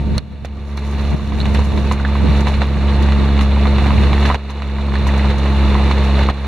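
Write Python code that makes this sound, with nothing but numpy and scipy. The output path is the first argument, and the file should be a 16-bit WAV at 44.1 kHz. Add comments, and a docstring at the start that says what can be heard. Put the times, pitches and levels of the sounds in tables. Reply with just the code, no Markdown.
"""Forest track from a car window

A phone held out at arm's length, its two microphone ports in the wind: the engine drones at steady revs
(harmonics of the firing), tyres crunch over dirt (hiss and ringing grains) and crush dry leaves (bright noise),
twigs and stones knock the car (short rings and cracks), and wind buffets the ports (low noise, thumps, gusts).
At listed moments, most just after a loud knock or gust, the steady sounds (engine, tyres, wind, leaf fizz)
drop in level and creep back."""
import sys
import numpy as np
from scipy import signal
from scipy.fft import rfft, irfft
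from scipy.io import wavfile
from scipy.ndimage import uniform_filter1d

SR = 44100
rng = np.random.default_rng(int(sys.argv[2]) if len(sys.argv) > 2 else 0)


def transcribe(u):
    """Save the signal u as a 16-bit wav file named by the first command-line argument.

    u: samples, shape (n,) or (channels, n), limited to [-1, 1]; the rate is SR.
    q: integer samples, one column per channel.
    """
    v = np.clip(np.atleast_2d(u).T, -1, 1)
    q = np.round(v * 32767).astype(np.int16)
    wavfile.write(sys.argv[1], SR, q)


N = 285327  # samples


def gain_of(db):
    """Amplitude factor of a level in dB."""
    return 10 ** (np.asarray(db) / 20)


def evened(x):
    """Scales a signal to rms 1."""
    return x / np.sqrt(np.mean(x ** 2) + 1e-20)


def read(points, hz):
    """Reads a two-column frequency table along log pitch."""
    f, value = np.transpose(points)
    return np.interp(np.log(hz + 1), np.log(f + 1), value)


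def curve(rows, column):
    """Draws one column of a time table as straight lines over the scene."""
    rows = np.array(rows)
    return np.interp(np.arange(N) / SR, rows[:, 0], rows[:, column])


def add(mix, s, sound):
    """Adds a sound into the mix, in place, from s seconds on."""
    part = mix[:, round(s * SR):][:, :sound.shape[1]]
    part += sound[:, :part.shape[1]]


def wander(s):
    """Slow chance of rms 1 that changes over about s seconds."""
    width = max(round(s * SR), 2)
    smooth = uniform_filter1d(rng.standard_normal(N), width)
    return evened(uniform_filter1d(smooth, width))


# likeness of the two ports: f/Hz, likeness (0 to 1)
PORT_LIKENESS = [(60, .96), (250, 1), (1000, 0.98), (2000, 0.93), (4000, 0.57), (8000, 0.18), (14000, 0.25)]
# lean of the sound to one port: f/Hz, left over right level/dB
PORT_LEAN = [(60, 4), (700, -1), (1700, -1), (3900, -3.5), (8000, -2), (13000, -1)]
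# phase between the ports: f/Hz, lead of the left port/rad
PORT_LEAD = [(60, 0.24), (200, 0.024), (1000, -0.24), (2500, 0.2), (3700, -0.24), (4100, -0.87),
             (8000, 0.76)]


def port_pair(left, other, spectrum):
    """Two ports close together hear partly the same sound, with a lean and a phase lead at each pitch."""
    hz = np.fft.rfftfreq(N, 1 / SR)
    same = np.clip(read(PORT_LIKENESS, hz), 0, 1)
    lean_db = read(PORT_LEAN, hz)
    a, b = rfft(left), rfft(other)
    left_port = a * np.exp(1j * read(PORT_LEAD, hz)) * gain_of(lean_db / 2)
    right_port = (same * a + np.sqrt(1 - same ** 2) * b) * gain_of(-lean_db / 2)
    pair = np.array([left_port, right_port])
    return evened(irfft(pair * gain_of(read(spectrum, hz)), N))


# engine speed: t/s, firing rate f/Hz
FIRING_RATE = [(0, 70.27), (.6, 70.5), (2.5, 69.97), (3.6, 69.41), (4.2, 70.3), (5, 69.26), (5.6, 69.1),
               (6.47, 68.6)]
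# engine tones: multiple of the firing rate, relative level/dB
# (the quarter steps are whines of parts geared to the crankshaft)
ENGINE_TONES = [(1, -1), (2, -14), (3, -10), (4, -29.5), (5, -24.5), (6, -27), (7, -27), (8, -42),
                (8.75, -29.5), (10, -28), (11, -38), (12.75, -28), (13.25, -34), (16.5, -31.5)]


def engine():
    """One pressure pulse per firing, as its harmonics; they waver a little, and a little apart at each port."""
    turns = np.cumsum(curve(FIRING_RATE, 1)) / SR + 0.012 * wander(0.076)  # firings so far
    drone = np.zeros((2, N))
    for k, db in ENGINE_TONES:
        waver_db = 0.6 * np.sqrt(k) * wander(0.04)
        apart = 0.015 * np.sqrt(k) * wander(0.068) + read(PORT_LEAD, k * FIRING_RATE[0][1]) / 2  # radians
        apart = apart * np.array([[1], [-1]])
        lead = 0.2 * (k - 1) ** 2  # radians, staggers the harmonics
        drone += gain_of(db + waver_db) * np.cos(2 * np.pi * k * turns + lead + apart)
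    return np.sqrt(2) * drone * gain_of([[-0.5], [0.5]]), turns


# the track passing by: t/s, then level/dB over the steady level of wind, tyre crunch, leaf fizz
TRACK_LEVELS = [(0, -5, -20, -45), (.25, -1.5, -15.5, -53), (.7, -13.5, -14, -11), (1.05, -11.5, -11, -16),
                (1.35, -6, -12.5, -17.5), (1.65, -9, -12, -15), (2.1, -11.5, -11.5, -22),
                (2.6, -10.5, -11, -21), (3.4, -16, -11.5, -44), (4, -6.5, -10, -46), (4.4, -23, -7, -37),
                (4.8, -13, -10.5, -40), (5.55, -15, -9.5, -35), (5.9, -8.5, -7.5, -32),
                (6.1, -16.5, -9.5, -35), (6.47, -22, -8.5, -39)]
# tyre crunch colour: f/Hz, relative level/dB per Hz
CRUNCH_COLOUR = [(150, -53), (260, -0.5), (490, -4.5), (780, -9), (910, -6), (1200, -8), (1400, -12.5),
                 (2600, -12), (4300, -14.5), (16000, -19)]


def crunch(turns):
    """A dense hiss that throbs a little with the firings, plus clumps of grit whose grains each ring briefly."""
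    throb = 1 + 0.053 * np.cos(2 * np.pi * turns)
    hiss = rng.standard_normal((2, N)) * throb * gain_of(0.7 * wander(0.035))
    grains_per_s = 60 * gain_of(5.0 * wander(0.025))  # at each pitch and port
    grit = np.zeros((2, N))
    for hz in np.geomspace(500, 9000, 16):
        struck = rng.random((2, N)) < grains_per_s / SR
        size = gain_of(3.44 * np.minimum(rng.exponential(1, (2, N)), 5)) * struck
        u = np.arange(round(8 * SR / hz)) * hz / SR  # cycles
        grain = np.sin(2 * np.pi * u) * u * np.exp(-u / 0.8) * hz
        grit += signal.oaconvolve(size, grain[None], axes=1)[:, :N]
    raw = hiss + 0.43 * evened(grit)
    return port_pair(*raw, CRUNCH_COLOUR) * gain_of(curve(TRACK_LEVELS, 2))


CHANCE_COUNT = 14
CHANCE_DB, CHANCE_SPREAD_DB = -4.5, 0  # over the steady level; how much weaker the least may be
CHANCE_LOW_HZ, CHANCE_HIGH_HZ, CHANCE_CRACK_DB = 683, 1220, 3


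def chance_knocks(level_db):
    """Further stones at chance moments, in the same columns as the listed ones."""
    when, size, pitch = rng.random((CHANCE_COUNT, 3)).T
    s = 1 + when * (N / SR - 1.1)
    db = level_db[(s * SR).astype(int)] + CHANCE_DB - CHANCE_SPREAD_DB * size
    hz = CHANCE_LOW_HZ + (CHANCE_HIGH_HZ - CHANCE_LOW_HZ) * pitch
    return list(zip(s, db, hz, CHANCE_CRACK_DB + 0 * s))


RATTLE_S, BOUNCE_DB = 0.018, -5
# twigs and stones striking the car at listed moments: t/s, ring level/dB, ring f/Hz, crack level/dB over the ring
LISTED_KNOCKS = [(0.18, -3, 4380, -6.5), (0.448, -17, 620, -2), (0.776, -27, 1070, 10),
                 (1.322, -16.5, 1110, -6), (1.403, -12.5, 3900, -9), (1.413, -12, 4260, -8),
                 (1.456, -21.5, 904, 8.5), (1.547, -20.5, 904, 12), (1.592, -11, 950, -13),
                 (1.913, -5.5, 1060, -7), (1.998, -17, 1444, -19), (2.05, -7, 1700, -15),
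                 (2.154, -11, 1100, -10), (2.471, -8, 960, -2.5), (2.54, -27, 710, 13.5),
                 (2.618, -7, 890, -3.5), (3.087, -14, 951, -5), (3.41, -9.5, 1130, -1.5),
                 (3.655, -7.5, 1110, -18), (3.721, -22, 690, -2), (3.861, -14, 807, 0),
                 (3.906, -6, 1090, -14), (4.131, -7.5, 1104, -3.5), (4.254, -8, 1640, 2.5),
                 (4.301, -1, 1000, -16), (4.313, -6.5, 1160, -12), (4.345, -9.5, 905, 0.5),
                 (4.499, -21.5, 985, 0.5), (4.621, -20, 1100, 1.5), (4.785, -16.5, 1010, -6),
                 (4.884, -16, 1040, -9), (4.939, -18, 1040, 0), (4.955, -12, 1800, -6),
                 (5.068, -10.5, 1080, -4), (5.09, -12, 1900, -3), (5.245, -9.5, 960, -21),
                 (5.303, -18.5, 694, 5), (5.458, -13, 910, -2.5), (5.752, -5.5, 1080, -32),
                 (5.798, -12, 940, -15), (5.912, -6.5, 1110, -4), (6.192, -13.5, 1700, -2),
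                 (6.232, -20.5, 1900, 7.5), (6.288, -2.5, 1140, -39), (6.299, -11, 790, 0)]


def knocks(level_db):
    """Each blow rings the panel in two modes with a wide crack, two bounces and a rattle as the piece tumbles off."""
    out, t = np.zeros((2, N)), np.arange(3000) / SR
    band = signal.butter(1, [500, 4000], "band", fs=SR, output="sos")
    for s, db, hz, crack_db in LISTED_KNOCKS + chance_knocks(level_db):
        noise = rng.standard_normal((3, len(t)))
        side_db = rng.uniform(-2.6, 0.65) - 2.0  # left over right
        ring = np.sin(2 * np.pi * hz * t) * np.exp(-t / (0.0011 + 0.59 / hz))  # low rings last a little longer
        ring += 0.4 * np.sin(2 * np.pi * 1.85 * hz * t) * np.exp(-t / 0.0008)
        burst = np.exp(-t / 0.00062) + gain_of(-12.5) * np.exp(-(t / RATTLE_S) ** 2)  # crack, then rattle
        burst *= gain_of(crack_db) * (1 - np.exp(-t / 0.0001))
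        crack = evened(signal.sosfilt(band, noise[0] + 0.5 * noise[1:])) * burst  # partly shared by the ports
        blow = ring + crack
        add(blow, 0.004, gain_of(BOUNCE_DB) * ring[None])
        add(blow, 0.012, gain_of(BOUNCE_DB - 10) * ring[None])
        # a drop in the steady level cuts the blow short
        after_db = np.take(level_db, round(s * SR) + np.arange(len(t)), mode="clip")
        blow *= gain_of(np.minimum(after_db - after_db[0], 0))
        add(out, s, gain_of(db + np.array([[side_db], [-side_db]]) / 2) * blow)
    return out


# bright short bursts: crushed leaves and bark, and the sharp click of the knock at 0.18 s:
# t/s, peak level/dB, length/s
BRIGHT_BURSTS = [(0.18, -2, 0.0025), (0.447, -20, 0.011), (0.771, -13, 0.0052), (1.453, -24, .008),
                 (1.54, -21, 0.027), (1.588, -25, 0.017), (1.916, -18, 0.021), (2.405, -20, .01),
                 (2.47, -24, 0.044), (3.02, -19, 0.019), (3.409, -18, 0.028), (3.822, -26, .02),
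                 (4.007, -25, .015), (4.2, -22, 0.013), (4.26, -17, .015), (4.34, -22, .006),
                 (4.503, -24, 0.016), (5.07, -18.5, .02), (5.177, -21, .015), (5.38, -19, .015),
                 (5.907, -21, 0.012), (6.04, -21, 0.017), (6.298, -30, .005)]
# dry leaf colour: f/Hz, relative level/dB per Hz
LEAF_COLOUR = [(3000, -26), (5000, 5), (6200, 9.5), (8000, 4.5), (11000, 6.5), (16000, 1)]


def leaves(level_db):
    """Dry litter under the wheels: a thin flickering fizz and bright bursts, one of them a knock's sharp click."""
    swell = gain_of(curve(TRACK_LEVELS, 3) + level_db + 3.5 * wander(0.03))[None]
    for s, db, length_s in BRIGHT_BURSTS:
        length_s = max(length_s, 0.002)
        u = np.arange(round(4 * length_s * SR)) / SR / length_s  # time in lengths
        burst = (1 - np.exp(-u[None] / 0.035)) * np.exp(-u ** 2)
        add(swell, s, gain_of(db) * burst)
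    crackle = gain_of(3.5 * wander(0.0012))
    noise = rng.standard_normal((2, N)) * crackle
    return port_pair(*noise, LEAF_COLOUR) * swell


THUMP_HZ, THUMP_S = 151, 0.0177
# wind thumps on the microphones: t/s, left peak level/dB
WIND_THUMPS = [(1.135, -4), (1.772, -15.5), (2.214, -15), (2.288, -5.5), (3.853, -16)]


def thumps():
    """A gust presses the membranes for a few cycles, mostly the left one."""
    out, t = np.zeros((2, N)), np.arange(round(THUMP_S * SR)) / SR
    push = np.sin(2 * np.pi * THUMP_HZ * t) * np.hanning(len(t))
    for s, db in WIND_THUMPS:
        add(out, s, gain_of(db) * np.array([push, 0.17 * push]))
    return out


# gusts that roar into the ports: t/s, peak level/dB (mean of the ports), length/s, left over right level/dB
GUST_SWELLS = [(0.116, -22, .04, -2), (1.136, -20.5, 0.028, 0), (1.38, -28.5, 0.083, -2),
               (1.564, -24.5, 0.054, -7), (1.761, -22, 0.047, -5), (2.26, -21, 0.056, -12.5),
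               (3.026, -23, 0.035, -6), (3.205, -21.5, 0.045, -3), (3.67, -23, .03, -6),
               (4.015, -23.5, 0.069, -4), (4.264, -28, 0.022, -8), (4.82, -36, 0.026, -3)]
# gust colour: f/Hz, relative level/dB per Hz
GUST_COLOUR = [(40, -7), (90, -0.5), (150, -2.5), (300, -4), (550, -16.5), (1000, -28), (2000, -39)]


def gusts():
    """Short swells of low turbulent roar, unrelated at the two ports and mostly stronger at one."""
    t, swell = np.arange(N) / SR, np.zeros((2, N))
    for s, db, length_s, lean_db in GUST_SWELLS:
        port_db = db + lean_db / 2 * np.array([[1], [-1]])
        swell += gain_of(port_db) * np.exp(-((t - s) / length_s) ** 2)
    hz = np.fft.rfftfreq(N, 1 / SR)
    roar = irfft(rfft(rng.standard_normal((2, N))) * gain_of(read(GUST_COLOUR, hz)), N)
    return evened(roar) * swell


# steady wind colour: f/Hz, relative level/dB per Hz
WIND_COLOUR = [(12, -40), (25, -3), (40, -2), (100, 1), (180, -2.5), (300, -11.5), (500, -20.5), (900, -32)]


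def wind():
    """Lumpy low turbulence, only partly the same at both ports."""
    lumps = gain_of(1.5 * wander(0.046))
    shared, left, right = rng.standard_normal((3, N)) * lumps
    # gusts catch one port at a time
    left = left * gain_of(2.9 * wander(0.077))
    right = right * gain_of(3.9 * wander(0.02))
    pair = np.array([shared + 0.62 * left, 0.78 * shared + 0.81 * right])
    hz = np.fft.rfftfreq(N, 1 / SR)
    coloured = irfft(rfft(pair) * gain_of(read(WIND_COLOUR, hz)), N)
    return evened(coloured) * gain_of(curve(TRACK_LEVELS, 1))


FULL_DB, KNEE_DB = -11.5, 1
FALL_DB_PER_S, HOLD_S, RISE_DB_PER_S = 900, 0.058, 19.5
# sudden drops of the steady sounds, most just after a loud knock or gust: t/s, level reached/dB
STEADY_DROPS = [(0, -18), (0.199, -32), (1.153, -20), (1.628, -16), (1.8, -15), (1.93, -17), (2.425, -13.5),
                (2.5, -15), (2.63, -16.5), (3.42, -12), (4.3, -15), (4.335, -16.5), (4.367, -26),
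                (5.319, -15), (5.88, -13), (6.241, -14), (6.317, -22)]


def steady_level_db():
    """After each drop the level waits a moment, then climbs at a steady rate and eases into its full value."""
    s, db = np.transpose(STEADY_DROPS)[:, :, None]
    since = np.arange(0, N + 32, 32) / SR - s  # every 32 samples
    fall = -FALL_DB_PER_S * since
    rise = RISE_DB_PER_S * np.maximum(since - HOLD_S, 0)
    low_db = (db + np.maximum(fall, rise)).min(0)
    eased = -KNEE_DB * np.logaddexp(-low_db / KNEE_DB, -FULL_DB / KNEE_DB)  # soft minimum
    return np.interp(np.arange(N) / 32, np.arange(len(eased)), eased)


def scene():
    """Engine, tyres, wind and leaf fizz follow the steady level; bursts, thumps and gusts keep their own."""
    drone, turns = engine()
    level_db = steady_level_db()
    steady = (drone + crunch(turns) + wind()) * gain_of(level_db)
    return steady + knocks(level_db) + leaves(level_db) + thumps() + gusts()


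EDGE_HZ = 15800  # band limit
# microphone path response: f/Hz, level/dB
MIC_RESPONSE = [(20, 1.5), (4300, -0.5), (4700, -16), (6200, -16), (8000, -22), (11800, -25),
                (13000, -34.5), (16000, -34)]
# narrow dips of the microphone path: centre f/Hz
DIP_CENTRES = [2500, 3200, 5000]
# the same dips in order: width/Hz (a fifth of the depth at its edges), depth/dB
DIP_SHAPES = [(40, 15), (230, 31), (50, 13)]


def record(dry):
    """Soft overload, a microphone path with dull treble and narrow notches, then the band limit."""
    soft = 1.283 * np.tanh(dry / 1.36)
    hz = np.fft.rfftfreq(8192, 1 / SR)
    dip_db = np.zeros(len(hz))
    for at, (width, db) in zip(DIP_CENTRES, DIP_SHAPES):
        dip_db += db / (1 + (4 * (hz - at) / width) ** 2)
    log_gain = np.log(gain_of(read(MIC_RESPONSE, hz) - dip_db))
    circle = signal.hilbert(np.concatenate([log_gain, log_gain[-2:0:-1]]))  # phase that makes the filter causal
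    colour = np.fft.ifft(np.exp(circle.conj())).real[:4096]
    coloured = signal.oaconvolve(soft, colour[None], axes=1)[:, :N]
    band_limit = signal.firwin(2047, EDGE_HZ, window=("kaiser", 9), fs=SR)
    return signal.oaconvolve(coloured, band_limit[None], "same")


dry = scene()
out = record(dry)
transcribe(out)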